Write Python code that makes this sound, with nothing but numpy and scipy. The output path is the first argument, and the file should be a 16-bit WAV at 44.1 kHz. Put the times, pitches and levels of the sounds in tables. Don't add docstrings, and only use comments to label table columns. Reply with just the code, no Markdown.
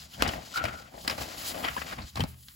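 import sys
import numpy as np
from scipy import signal
from scipy.fft import rfft, irfft, next_fast_len
from scipy.io import wavfile

SR = 44100
rng = np.random.default_rng(int(sys.argv[2]) if len(sys.argv) > 2 else 0)


def to_wav(sig):
    pcm = np.clip(np.atleast_2d(sig), -1, 1) * 32767
    pcm = np.round(pcm).astype(np.int16)
    wavfile.write(sys.argv[1], SR, pcm.T)


N = 112454
T = np.arange(N) / SR
SIZE = next_fast_len(2 * N)
FREQ = np.arange(SIZE // 2 + 1) * SR / SIZE

# (frequency [Hz], gain [dB])
ROOM_TONE_EQ = [(25, -8), (60, 14), (125, -2), (250, -1), (500, -21), (1500, -13), (5000, -26),
                (16000, -23)]
REVERB_EQ = [(60, -8), (250, -1), (700, -5), (1500, -6), (4000, -0.5), (8000, -30.5), (16000, -8)]
AIR_EQ = [(20, -66), (33, -1.5), (52, 4), (78, 5), (100, -3.5), (125, -0.5), (170, -3), (250, -7.5),
          (360, -26.5), (800, -68)]
# (time [s], level [dB])
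AIR_RIDE = [(0, -52.5), (.14, -56.5), (.23, -33), (.285, -32), (.32, -54), (.37, -38.5), (.45, -56.5),
            (.55, -61), (.59, -44.5), (.63, -48.5), (.655, -35), (.72, -49.5), (.88, -59.5), (1.05, -46.5),
            (1.13, -52), (1.23, -42.5), (1.31, -56.5), (1.62, -45.5), (1.95, -50.5), (2.0, -34),
            (2.12, -66.5), (2.17, -32.5), (2.235, -27.5), (2.28, -52), (2.42, -60.5), (2.55, -59.5)]
# (time [s], level [dB], push length [ms])
THUMP_CUES = [(0.223, -31.5, 2.5), (.256, -47, 1.8), (.646, -33, 2.9), (1.127, -39, 2.3), (1.999, -35, 5),
              (2.041, -34.5, 4.4), (2.204, -30, 2.6), (2.224, -23, 2.85)]
# (frequency [Hz], level [dB], 60 dB decay time [s])
TABLE_MODES = [(79.2, 9, 0.46), (125.1, 6, 0.84), (192, 10, 0.31), (252, 3, 0.13), (358, -3, .25),
               (397, -6, .2)]
# (time [s], pitch [Hz], level [dB])
SQUEAK_PATH = [(.538, 1417, -63), (.542, 1397, -32), (.552, 1372, -49), (.561, 1355, -27.5),
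               (.582, 1446, -28), (.60, 1406, -30.5), (.635, 1370, -37), (.72, 1382, -42.5),
               (.88, 1408, -56.5)]
# (peak time [s], body [dB], crinkle [dB], hiss [dB], ring [dB], pitch [Hz], swell and fade [ms])
BUCKLE_CUES = [(.145, -52, -47.5, -57, -43, 3010, 11.7), (0.208, -48, -51, -52, -33, 1620, 8.6),
               (0.574, -34, -45, -34.5, -40, 4000, 9.1), (1.648, -31, -25, -38, -25, 3180, 6),
               (1.687, -35, -25.5, -37, -30, 1780, 3.4), (1.78, -31.5, -35.5, -57, -32.5, 1670, 5.6),
               (1.819, -36, -32, -47, -37.5, 1900, 4.1), (1.928, -36, -33.5, -43, -61, 1220, 11),
               (1.987, -36.5, -38, -54, -37, 1200, 6.4), (2.022, -62, -66, -54, -46, 4250, 16),
               (2.174, -32.5, -31.5, -38, -25.5, 1114, 6.2)]
# (time [s], body [dB], crinkle [dB], hiss [dB], ring [dB], pitch [Hz], decay [ms])
SNAP_CUES = [(0.2221, -14.5, -13.5, -16.5, -30, 1470, 1.97), (0.2761, -25.5, -45, -30, -38, 1600, 8),
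             (0.289, -58, -27.5, -35, -23, 3100, 2.5), (0.3348, -29, -30, -49, -40, 2420, 3.6),
             (0.6387, -32, -30.5, -30.5, -21, 644, 4.8), (0.653, -36, -26, -37, -28.5, 2340, 4.1),
             (0.9782, -37, -48, -58, -59, 1840, 2.7), (1.048, -34.5, -43, -46, -32, 640, 3.1),
             (1.077, -24.5, -19, -19, -17.5, 5060, 3.14), (1.0977, -36, -25, -33, -27, 5360, 4.1),
             (1.11, -53, -45, -28.5, -34, 1910, 1.7), (1.1261, -26, -56, -49, -24.5, 612, 3.3),
             (1.1793, -29, -48, -40, -57, 1950, 3.5), (1.7644, -32, -32, -44, -20, 1010, 3),
             (2.1562, -32, -36, -31, -39, 3480, 3.1), (2.1954, -26, -37, -40, -23, 435, 3.1),
             (2.2045, -30, -26, -30.5, -21.5, 3080, 3.6), (2.2372, -21, -32.5, -31.5, -53, 1060, 2.4),
             (2.4835, -59, -44, -43, -47.5, 3450, 3)]
# (time [s], flapping body [dB], crinkle [dB], sliding hiss [dB])
FIRST_LEAF_RIDE = [(0, -64, -54, -47.5), (.05, -59, -55.5, -50), (.08, -62, -66, -61),
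                   (.14, -62, -53.5, -45.5), (.175, -48, -59, -52.5), (.215, -40, -39, -47),
                   (.24, -35.5, -34, -40), (.27, -30.5, -32.5, -51.5), (.33, -40.5, -42, -43),
                   (.39, -41, -49.5, -54), (.42, -48.5, -51.5, -53.5), (.46, -53.5, -55.5, -50.5),
                   (.535, -52, -57.5, -51)]
SMOOTHING_RIDE = [(0.547, -65, -46, -42), (0.573, -50, -34, -39.5), (.61, -36.5, -39.5, -57),
                  (0.634, -49, -45, -51), (0.659, -33, -34.5, -47.5), (.72, -46.5, -49, -54.5),
                  (.79, -48.5, -55, -51.5), (0.878, -58.5, -59, -62.5)]
NEXT_LEAF_RIDE = [(.95, -46.5, -58, -58.5), (1.03, -50, -63, -49), (1.07, -43, -49.5, -52.5),
                  (1.103, -36, -33, -42), (1.161, -49, -48, -50.5), (1.221, -34, -38.5, -37.5),
                  (1.258, -44, -48.5, -47.5), (1.36, -47.5, -48, -47), (1.386, -43, -42.5, -39),
                  (1.43, -44, -42, -42), (1.487, -46, -46, -36), (1.54, -41, -43, -49),
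                  (1.62, -35.5, -44, -45.5), (1.672, -40.5, -32, -46), (1.72, -44.5, -44, -47),
                  (1.80, -56, -42.5, -44.5), (1.85, -44, -47.5, -50), (1.899, -42.5, -44, -45.5),
                  (1.96, -59, -53, -53), (2.001, -39.5, -44.5, -54.5), (2.05, -55, -57, -53),
                  (2.095, -67, -57.5, -48.5), (2.125, -73, -66, -61)]
LANDING_RIDE = [(2.152, -73, -63, -60), (2.17, -50, -48, -56), (2.214, -58, -36, -49),
                (2.26, -74, -55, -66), (2.29, -75, -58, -56), (2.35, -73, -68.5, -70),
                (2.40, -95, -73, -62), (2.55, -84, -63, -61.5)]
# (time [s], level against the hiss ride [dB])
SHEEN_RIDE = [(0, -4.5), (.8, -4), (1.05, -0.5), (1.38, -4), (1.49, 3), (1.58, 1), (2.05, -5.5), (2.3, 7.5)]
# (frequency [Hz], gain [dB])
BODY_EQ = [(100, -27), (200, 0), (255, 0.5), (310, -3), (380, -3.5), (480, -3.5), (630, 7.5), (800, 0.5),
           (1000, -3), (1300, -13), (2500, -50.5)]
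CRINKLE_EQ = [(400, -65), (800, -6.5), (1100, 3.5), (1400, 1.5), (1800, 1.5), (2400, 1), (3100, -5.5),
              (3700, -10), (6000, -56.5)]
SLIDE_HISS_EQ = [(1800, -22), (2900, 0), (3700, 0), (4700, 4.5), (5600, -2.5), (6400, -3.5), (8000, -5.5),
                 (12000, -61)]
BURST_HISS_EQ = [(1800, -81), (3000, -30.5), (3900, 5.5), (5200, 4), (6400, -6.5), (7600, -5.5),
                 (9000, -3.5), (12000, -12.5), (16000, -13.5)]
SHEEN_EQ = [(4500, -39), (6300, -7.5), (7200, 0), (8500, 0), (12000, 4), (14000, 0), (16000, 2)]
# (frequency [Hz], coherence [0-1])
PORT_COHERENCE = [(250, .98), (450, .8), (800, .5), (1600, .3), (2500, .45), (3000, .75), (6000, .8),
                  (6800, .997)]
# (frequency [Hz], gain [dB])
RIGHT_EQ = [(60, -.4), (430, -1.5), (600, -11), (720, -9), (1000, -2), (1450, -2), (1750, -5), (2450, -6),
            (2900, -2), (3900, -3), (4500, -7), (5300, -1.5), (6600, 0)]
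# (frequency [Hz], phase lag [rad])
RIGHT_LAG = [(0, 0), (300, .35), (420, .7), (520, 2.1), (800, 1.9), (1000, 3.1), (1450, 2.4), (1800, .5),
             (4400, .3), (4700, -.7), (5500, 0), (7500, 0), (8500, -2.9), (9550, -3.4), (10400, -6.2),
             (11600, -6.3), (12700, -9.3), (13700, -9.5), (14500, -12.5), (16700, -12.5)]


def undb(db):
    return 10 ** (np.asarray(db) / 20)


def unit(x):
    return x / np.sqrt(np.mean(x ** 2))


def curve(rows, column=1):
    rows = np.array(rows)
    return np.interp(T, rows[:, 0], rows[:, column])


def response(eq):
    hz, db = np.array(eq).T
    gain = undb(np.interp(np.log(FREQ + 1), np.log(hz), db))
    cepstrum = irfft(np.log(gain), SIZE)
    cepstrum[1:SIZE // 2] *= 2
    cepstrum[SIZE // 2 + 1:] = 0
    return np.exp(rfft(cepstrum))


def through(x, h):
    return irfft(rfft(x, SIZE) * h, SIZE)[..., :N]


def colour(x, eq):
    h = response(eq)
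    return through(x, h / np.sqrt(np.mean(abs(h) ** 2)))


def wander(rate_hz):
    return 1.2 * np.interp(T * rate_hz, np.arange(4096), rng.standard_normal(4096))


def room_tone(level_db=-71.5):
    return undb(level_db) * colour(rng.standard_normal(N), ROOM_TONE_EQ)


def add_reverb(x, early_db=-8, early_ms=8, tail_db=-16.5, t60_s=.54):
    early, tail = rng.standard_normal((2, 2, N)) * (T > .001)
    early = unit(early * np.exp(-T * 1000 / early_ms))
    tail = unit(tail * np.exp(-np.log(1000) * T / t60_s))
    echo = (undb(early_db) * early + undb(tail_db) * tail) / np.sqrt(N)
    return x + through(x, rfft(echo, SIZE) * response(REVERB_EQ))


def pushed_air():
    return colour(rng.standard_normal(N), AIR_EQ) * undb(curve(AIR_RIDE))


def thumps(puff_db=5, ring_db=-16.5):
    push, puff = np.zeros(N), np.zeros(N)
    for at, db, length_ms in THUMP_CUES:
        from_peak = (T - at) * 1000 / length_ms - 1
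        bump = np.exp(-2 * from_peak ** 2)
        push += undb(db) * bump / bump.sum()
        puff += undb(db + puff_db) * -2 * from_peak * np.exp(-from_peak ** 2)
    wood = sum(undb(db) * np.sin(2 * np.pi * hz * T) * np.exp(-np.log(1000) * T / t60)
               for hz, db, t60 in TABLE_MODES)
    return puff + undb(ring_db) * through(push, rfft(wood, SIZE))


def finger_squeak(width_hz=130):
    phase = 2 * np.pi * np.cumsum(curve(SQUEAK_PATH)) / SR
    rough = wander(2 * width_hz) * np.sin(phase) + wander(2 * width_hz) * np.cos(phase)
    gate = (T > SQUEAK_PATH[0][0]) * (T < SQUEAK_PATH[-1][0])
    return rough * undb(curve(SQUEAK_PATH, column=2)) * gate


def fibre_clicks(per_s, spread_db):
    size = undb(spread_db * np.minimum(rng.exponential(size=N), 5))
    fires = rng.random(N) < per_s / SR
    return unit(fires * size * np.sign(rng.standard_normal(N)))


def sheet_ring(x, hz, q=5.1):
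    b, a = signal.iirpeak(hz, q, fs=SR)
    makeup = np.sqrt(2 * SR * q / (np.pi * hz))
    return signal.lfilter(b, a, signal.lfilter(b, a, x + 1e-18)) * makeup


def sheet(bursts):
    layers = 0
    for k, eq in enumerate([BODY_EQ, CRINKLE_EQ, BURST_HISS_EQ]):
        send = sum(undb(levels[k]) * clicks for clicks, levels, _ in bursts)
        layers += colour(send, eq)
    return layers + sum(undb(levels[-1]) * sheet_ring(clicks, hz) for clicks, levels, hz in bursts)


def buckles():
    fibres, bursts = fibre_clicks(per_s=6000, spread_db=-1.5), []
    for at, *levels, hz, fade_ms in BUCKLE_CUES:
        from_peak_ms = np.minimum(abs(T - at), .4) * 1000
        bursts.append((fibres * np.exp(-from_peak_ms / fade_ms), levels, hz))
    return sheet(bursts)


def snaps(attack_ms=.2, shiver_db=-19, shiver_ms=16):
    fibres, bursts = fibre_clicks(per_s=12000, spread_db=1.5), []
    for at, *levels, hz, decay_ms in SNAP_CUES:
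        age_ms = np.clip(T - at, 0, .4) * 1000
        attack = 1 - np.exp(-age_ms / attack_ms)
        crack = np.exp(-age_ms / decay_ms)
        shiver = undb(shiver_db) * np.exp(-age_ms / shiver_ms)
        clicks = fibres * attack * (crack + shiver)
        clicks[int((at + .0007) * SR)] += 6 * undb(-9.5)
        bursts.append((clicks, levels, hz))
    return sheet(bursts)


def rustle():
    ride = FIRST_LEAF_RIDE + SMOOTHING_RIDE + NEXT_LEAF_RIDE + LANDING_RIDE
    body_db, crinkle_db, hiss_db = (curve(ride, column) for column in (1, 2, 3))
    catch = wander(rate_hz=90)
    body = fibre_clicks(per_s=1200, spread_db=3) * undb(body_db + 2 * catch)
    crinkle = fibre_clicks(per_s=2500, spread_db=2) * undb(crinkle_db + 3 * catch)
    hiss = fibre_clicks(per_s=14000, spread_db=3) * undb(hiss_db + 2 * catch)
    sheen = fibre_clicks(per_s=9000, spread_db=2.2) * undb(hiss_db + curve(SHEEN_RIDE))
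    return (colour(body, BODY_EQ) + colour(crinkle, CRINKLE_EQ)
            + colour(hiss, SLIDE_HISS_EQ) + colour(sheen, SHEEN_EQ))


def scene():
    left, other_patch = (rustle() + snaps() + buckles() + finger_squeak() for _ in range(2))
    alike = np.interp(FREQ, *np.array(PORT_COHERENCE).T)
    right = through(left, alike) + through(other_patch, np.sqrt(1 - alike ** 2))
    foley = np.array([left, right]) + thumps() + pushed_air()
    return add_reverb(foley) + room_tone()


def record(dry):
    low_cut_hz, high_cut_hz = 38.3, 15800
    lag = np.interp(FREQ, *np.array(RIGHT_LAG).T)
    right = through(dry[1], abs(response(RIGHT_EQ)) * np.exp(-1j * lag))
    low_cut = 1 - 1 / (1 + (FREQ / low_cut_hz) ** 4)
    high_cut = signal.ellip(10, .2, 80, high_cut_hz, fs=SR, output="sos")
    return signal.sosfilt(high_cut, through(np.array([dry[0], right]), low_cut))


dry = scene()
out = record(dry)
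to_wav(out)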